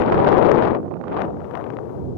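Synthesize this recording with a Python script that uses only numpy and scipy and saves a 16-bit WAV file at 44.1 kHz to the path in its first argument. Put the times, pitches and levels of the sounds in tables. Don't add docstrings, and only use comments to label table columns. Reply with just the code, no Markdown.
import sys
import numpy as np
from scipy import signal
from scipy.fft import rfft, irfft
from scipy.io import wavfile
from scipy.ndimage import uniform_filter1d

SR = 44100
rng = np.random.default_rng(int(sys.argv[2]) if len(sys.argv) > 2 else 0)


def put_to_file(sound):
    columns = np.atleast_2d(sound).T
    safe = np.clip(columns, -1, 1)
    whole_steps = np.round(safe * 32767)
    wavfile.write(sys.argv[1], SR, whole_steps.astype(np.int16))


def elevation(decibels):
    levels = np.asarray(decibels, float)
    return 10 ** (levels / 20)


N = 95785

# [f/Hz, density/dB per Hz]
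AIR_TONE = [(1200, -8), (2000, -4), (3000, 0), (4500, -3), (6500, -4), (8000, -10), (10000, -20)]
# [t/s, level/dB]
AIR_LEVEL = [
    (0, -72.5),
    (.72, -77),
    (.8, -75),
    (1.4, -71.5),
    (2.17, -71.5),
]
# [f/Hz, density/dB per Hz]
GRASS_TONE = [(7000, -15), (9000, -4), (11000, 0), (13500, -4), (16000, -4)]
# [t/s, level/dB]
GRASS_LEVEL = [(0.03, -85), (0.52, -88), (0.55, -84), (0.71, -93), (0.8, -82), (0.89, -89), (1.14, -88),
               (1.23, -78), (1.35, -87), (1.55, -79), (1.76, -85), (1.93, -80), (2.14, -84)]
# [t/s, gain/dB]
BASS_SWELL = [(0, 0), (.5, -1), (.75, -3), (.9, -8.5), (1.05, -3), (1.25, 0.5), (1.45, 4), (1.8, 0.5),
              (2.07, 5)]
# [f/Hz, density/dB per Hz]
EDDY_TONE = [(40, -9.5), (170, -6), (390, -0.5), (750, -9), (1200, -25), (2400, -50), (5000, -93),
             (16000, -145)]
# [f/Hz, gain/dB]
PORT_TONE = [
    [(40, -9.5), (80, -3.5), (220, -1), (390, 2), (560, -4), (1200, -5), (2500, -5), (6000, -2.5)],
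    [(30, 3.5), (80, 14), (150, 12.5), (390, 1), (700, 3), (3000, 4)],
]
# [t/s, level/dB]
LEFT_LEVEL = [(0, -14.8), (0.07, -15.9), (0.16, -15.1), (0.3, -10.7), (0.52, -10.0), (0.64, -14.3),
              (0.76, -17.7), (0.83, -28.9), (0.95, -36.7), (1.07, -33.6), (1.13, -22.3), (1.22, -19.8),
              (1.33, -28.3), (1.47, -30.2), (1.56, -25.5), (1.75, -26.5), (1.9, -28.7), (2.17, -29.1)]
# [t/s, level/dB]
RIGHT_LEVEL = [(0, -20.2), (0.07, -20.5), (0.17, -15.4), (0.3, -20.7), (0.45, -22.5), (0.56, -22.0),
               (0.66, -21.2), (0.8, -26.9), (0.95, -24.7), (1.0, -28.3), (1.1, -26.5), (1.25, -25.9),
               (1.37, -29.1), (1.53, -36.2), (1.75, -34.3), (1.9, -33.9), (2.07, -23.8), (2.17, -29.0)]
# [t/s, air speed/oct, unsteadiness/oct]
LEFT_FLOW = [(0, 0.61, 0.39), (0.069, 0.44, 0.37), (0.16, 0.52, 0.41), (0.301, 0.49, 0.33),
             (0.521, 0.45, 0.39), (0.64, 0.5, 0.4), (0.745, 0.48, 0.33), (0.829, -0.16, 0.079),
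             (0.95, -0.24, 0.066), (1.07, -0.18, 0.46), (1.13, 0.43, 0.43), (1.219, 0.69, 0.3),
             (1.329, 0.04, 0.059), (1.468, 0.37, 0.24), (1.561, 0.63, 0.17), (1.75, 0.27, 0.12),
             (1.899, 0.3, 0.074), (2.17, -0.09, 0.08)]
# [t/s, air speed/oct, unsteadiness/oct]
RIGHT_FLOW = [(0, -0.39, 0.45), (0.07, 0.11, 0.11), (0.17, -0.082, 0.54), (0.3, 0.24, 0.39),
              (0.45, -0.049, 0.31), (0.56, 0.0045, 0.083), (0.66, -0.15, 0.41), (0.8, -0.36, 0.28),
              (0.95, -0.34, 0.41), (1.0, -0.19, 0.22), (1.1, 0.26, 0.4), (1.25, -0.064, 0.14),
              (1.37, -0.33, 0.077), (1.53, -0.95, 0.24), (1.75, -1.52, 0.16), (1.9, -1.04, 0.23),
              (2.07, -0.95, 0.045), (2.17, -1.33, 0.32)]
# [t/s, strength/dB]
LEFT_SNAPS = [(0.126, 7.5), (0.1423, -2), (0.1784, 6.5), (0.2802, 10.5), (0.312, 3.5), (0.3416, 5.5),
              (0.3492, 4), (0.3578, 4.5), (0.367, 5), (0.4245, 2), (0.4465, 3), (0.4677, 4.5),
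              (0.5158, 2.5), (0.708, 7.5), (0.7504, 10), (0.7716, 9.5), (0.805, 10.5), (0.8805, 15),
              (0.925, 11), (0.989, 6.5), (1.0032, 14.5), (1.052, 9), (1.0953, 12), (1.2193, 9.5),
              (1.252, 13.5), (1.3002, 8.5), (1.3064, 12.5), (1.3332, 8.4), (1.3437, 12), (1.3702, 13.5),
              (1.399, 13.5), (1.4052, 16.5), (1.418, 16), (1.445, 15.5), (1.4533, 10.5), (1.5111, 15.7),
              (1.5317, 1), (1.5532, 14.5), (1.556, 16.5), (1.5674, 4), (1.5742, 14), (1.6012, 14),
              (1.6113, 8), (1.62, 10), (1.6419, 11.5), (1.6671, 11.3), (1.7034, 22), (1.726, 16.5),
              (1.7365, 14), (1.7695, 23), (1.7885, 22), (1.8313, 7), (1.8558, 12), (1.8945, 9.5),
              (1.8998, 6), (1.953, 9.5), (2.006, 1), (2.0564, 6)]
# [t/s, strength/dB]
RIGHT_SNAPS = [(0.0136, 11), (0.0598, 5.5), (0.0834, 9), (0.099, 8), (0.123, 14.5), (0.1324, 12),
               (0.1554, 10.5), (0.1663, 8.5), (0.1837, 5), (0.2157, 11.5), (0.2314, 4), (0.2474, 18.5),
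               (0.288, 7.5), (0.3283, 20), (0.3405, 2.5), (0.3666, 13), (0.373, 11.5), (0.3876, 14),
               (0.4195, 4.5), (0.4304, 3.5), (0.491, 10.5), (0.5028, 3), (0.5446, 7), (0.5889, 17.5),
               (0.6099, 10.5), (0.629, 26.5), (0.6776, 7.5), (0.6988, 7.5), (0.749, 25), (0.7528, 26),
               (0.7764, 5.5), (0.8012, 6), (0.83, 12), (0.8429, 6.5), (0.8833, 11), (0.9121, 17.5),
               (0.9247, 8), (0.9408, 25.5), (0.969, 12), (1.004, 10), (1.0133, 20.5), (1.03, 10),
               (1.041, 19), (1.0573, 11), (1.082, 11.5), (1.1148, 5.5), (1.1225, 6), (1.1322, 6.5),
               (1.138, 4), (1.1735, 29.5), (1.182, 8), (1.1883, 4), (1.2, 3.5), (1.2477, 10), (1.2673, 10),
               (1.2828, 13), (1.3243, 6.1), (1.4107, 14), (1.987, 3)]

BANDS_HZ = 22 * 2 ** np.arange(0, 9.7, 1 / 3)
HZ = np.fft.rfftfreq(N, 1 / SR) + 1e-3

GRASS_TRIM_DB = 5
PORT_CUT_HZ, SWELL_BELOW_HZ = 90, 125

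SMALL_SNAPS_PER_S = (300, 150)
SMALL_SNAP_DB_PER_OCT = (4, 9)
SNAP_HALF_S = (0.0012, 0.0021)
SNAP_PUSH_PER_DB = (0.3262, 0.17)
SNAP_OCT_PER_DB, FASTEST_OCT = 0.0437, 1.2

FLUTTER_HZ, LULL_HZ = 266, 29.8
FLUTTER_SHARE, LULL_SHARE = (0.21, 0.5), (0.035, 0.17)

SPEED_DB_PER_OCT = (1.5, 5.0)
LUMP_DB, LUMP_HZ = 1.17, 14
FINE_FROM_HZ, FINE_DB_PER_OCT = 1860, (21, 20.5)

CREST_FROM_HZ = 1300
CREST_DB, TROUGH_DB = (17, 6), (9, 5.5)
SQUARE_LAW_PER_OCT = (0.38, 0.02)


def rms_one(x):
    return x / np.sqrt(np.mean(x ** 2) + 1e-20)


def in_time(rows):
    s, *columns = np.transpose(rows)
    return [np.interp(np.arange(N) / SR, s, column) for column in columns]


def at_hz(points, hz):
    table_hz, db = np.transpose(points)
    return np.interp(np.log(hz), np.log(table_hz), db)


def smooth_twice(x, first, second):
    return uniform_filter1d(uniform_filter1d(x, size=first), size=second)


def bass_cut(x, hz):
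    lead = np.concatenate([x[..., 2000:0:-1], x], axis=-1)
    sos = signal.butter(2, hz, "high", fs=SR, output="sos")
    return signal.sosfilt(sos, lead)[..., 2000:]


def drift(rate_hz):
    r = np.exp(-2 * np.pi * rate_hz / SR)
    x = rng.standard_normal(N + SR // 4)
    sos = [[1, 0.0098, 0.0089, 1, -2 * r, r * r], [1, 0.0098, 0.0089, 1, -r, 0.094]]
    return rms_one(signal.sosfilt(sos, x)[-N:])


def third_octaves(white):
    away = 3 * np.abs(np.log2(HZ / BANDS_HZ[:, None]))
    weight = np.cos(np.pi / 2 * np.minimum(away, 1)) ** 2
    return irfft(rfft(white) * weight, N)


def hiss(tone):
    inside = (HZ > tone[0][0]) & (HZ < tone[-1][0])
    spectrum = rfft(rng.standard_normal((2, N)))
    return rms_one(irfft(spectrum * elevation(at_hz(tone, HZ)) * inside, N))


def far_air():
    return elevation(in_time(AIR_LEVEL)[0]) * hiss(AIR_TONE)


def dry_grass():
    return elevation(in_time(GRASS_LEVEL)[0] + GRASS_TRIM_DB) * hiss(GRASS_TONE)


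def snap_kicks(snaps, unsteady, side):
    hit = rng.random(N) < SMALL_SNAPS_PER_S[side] / SR
    small = np.minimum(rng.exponential(1, N), 2) * hit
    kicks_db = SMALL_SNAP_DB_PER_OCT[side] * np.abs(unsteady) * small
    s, strength_db = np.transpose(snaps)
    kicks_db[(s * SR).astype(int)] = strength_db
    return kicks_db


def speed_waver(kicks_db, unsteady, side):
    waver = FLUTTER_SHARE[side] * drift(FLUTTER_HZ) + LULL_SHARE[side] * drift(LULL_HZ)
    bump = np.exp(-0.5 * (np.arange(-300, 301) / SR / SNAP_HALF_S[side]) ** 2)
    waver = unsteady * waver + SNAP_OCT_PER_DB * np.convolve(kicks_db, bump, "same")
    return FASTEST_OCT * np.tanh(waver / FASTEST_OCT)


def eddies(speed, waver, unsteady, kicks_db, side):
    swell_db = in_time(BASS_SWELL)[0]
    white = rng.standard_normal(N) + SNAP_PUSH_PER_DB[side] * kicks_db
    lumps = [drift(LUMP_HZ) for _ in range(5)]
    large, fine = 0, 0
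    for k, (hz, band) in enumerate(zip(BANDS_HZ, third_octaves(white))):
        db = at_hz(EDDY_TONE, hz / 2 ** (speed + waver))
        db = db + SPEED_DB_PER_OCT[side] * waver + LUMP_DB * lumps[k // 2 % 5]
        db = db + FINE_DB_PER_OCT[side] * unsteady * max(np.log2(hz / FINE_FROM_HZ), 0)
        db = db + swell_db * (hz < SWELL_BELOW_HZ)
        band = band * elevation(at_hz(PORT_TONE[side], hz) + smooth_twice(db, 30, 20))
        if hz < CREST_FROM_HZ:
            large = large + band
        else:
            fine = fine + band
    return bass_cut(large, PORT_CUT_HZ), fine


def wind_port(level, flow, snaps, side):
    speed, unsteady = in_time(flow)
    kicks_db = snap_kicks(snaps, unsteady, side)
    waver = speed_waver(kicks_db, unsteady, side)
    large, fine = eddies(speed, waver, unsteady, kicks_db, side)
    spread = np.sqrt(smooth_twice(large ** 2, 3000, 3000))
    swing = np.clip(large / spread, -2.4, 2.4)
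    shed_db = CREST_DB[side] * np.maximum(swing, 0) + TROUGH_DB[side] * np.maximum(-swing, 0)
    shed_db = shed_db - 0.72 * CREST_DB[side]
    fine = fine * elevation(uniform_filter1d(unsteady * shed_db, size=12))
    pressure = (large + fine) / spread
    pressure = pressure + SQUARE_LAW_PER_OCT[side] * unsteady * (pressure ** 2 - 1)
    return elevation(in_time(level)[0]) * pressure


def scene():
    left = wind_port(LEFT_LEVEL, LEFT_FLOW, LEFT_SNAPS, side=0)
    right = wind_port(RIGHT_LEVEL, RIGHT_FLOW, RIGHT_SNAPS, side=1)
    return far_air() + dry_grass() + np.array([left, right])


def low_pass(x):
    return signal.sosfilt(signal.butter(12, 15800, fs=SR, output="sos"), x)


def record(dry):
    mix = bass_cut(dry, 24)
    mix = mix / (1 + mix ** 8) ** (1 / 8)
    return low_pass(mix)


dry = scene()
out = record(dry)
put_to_file(out)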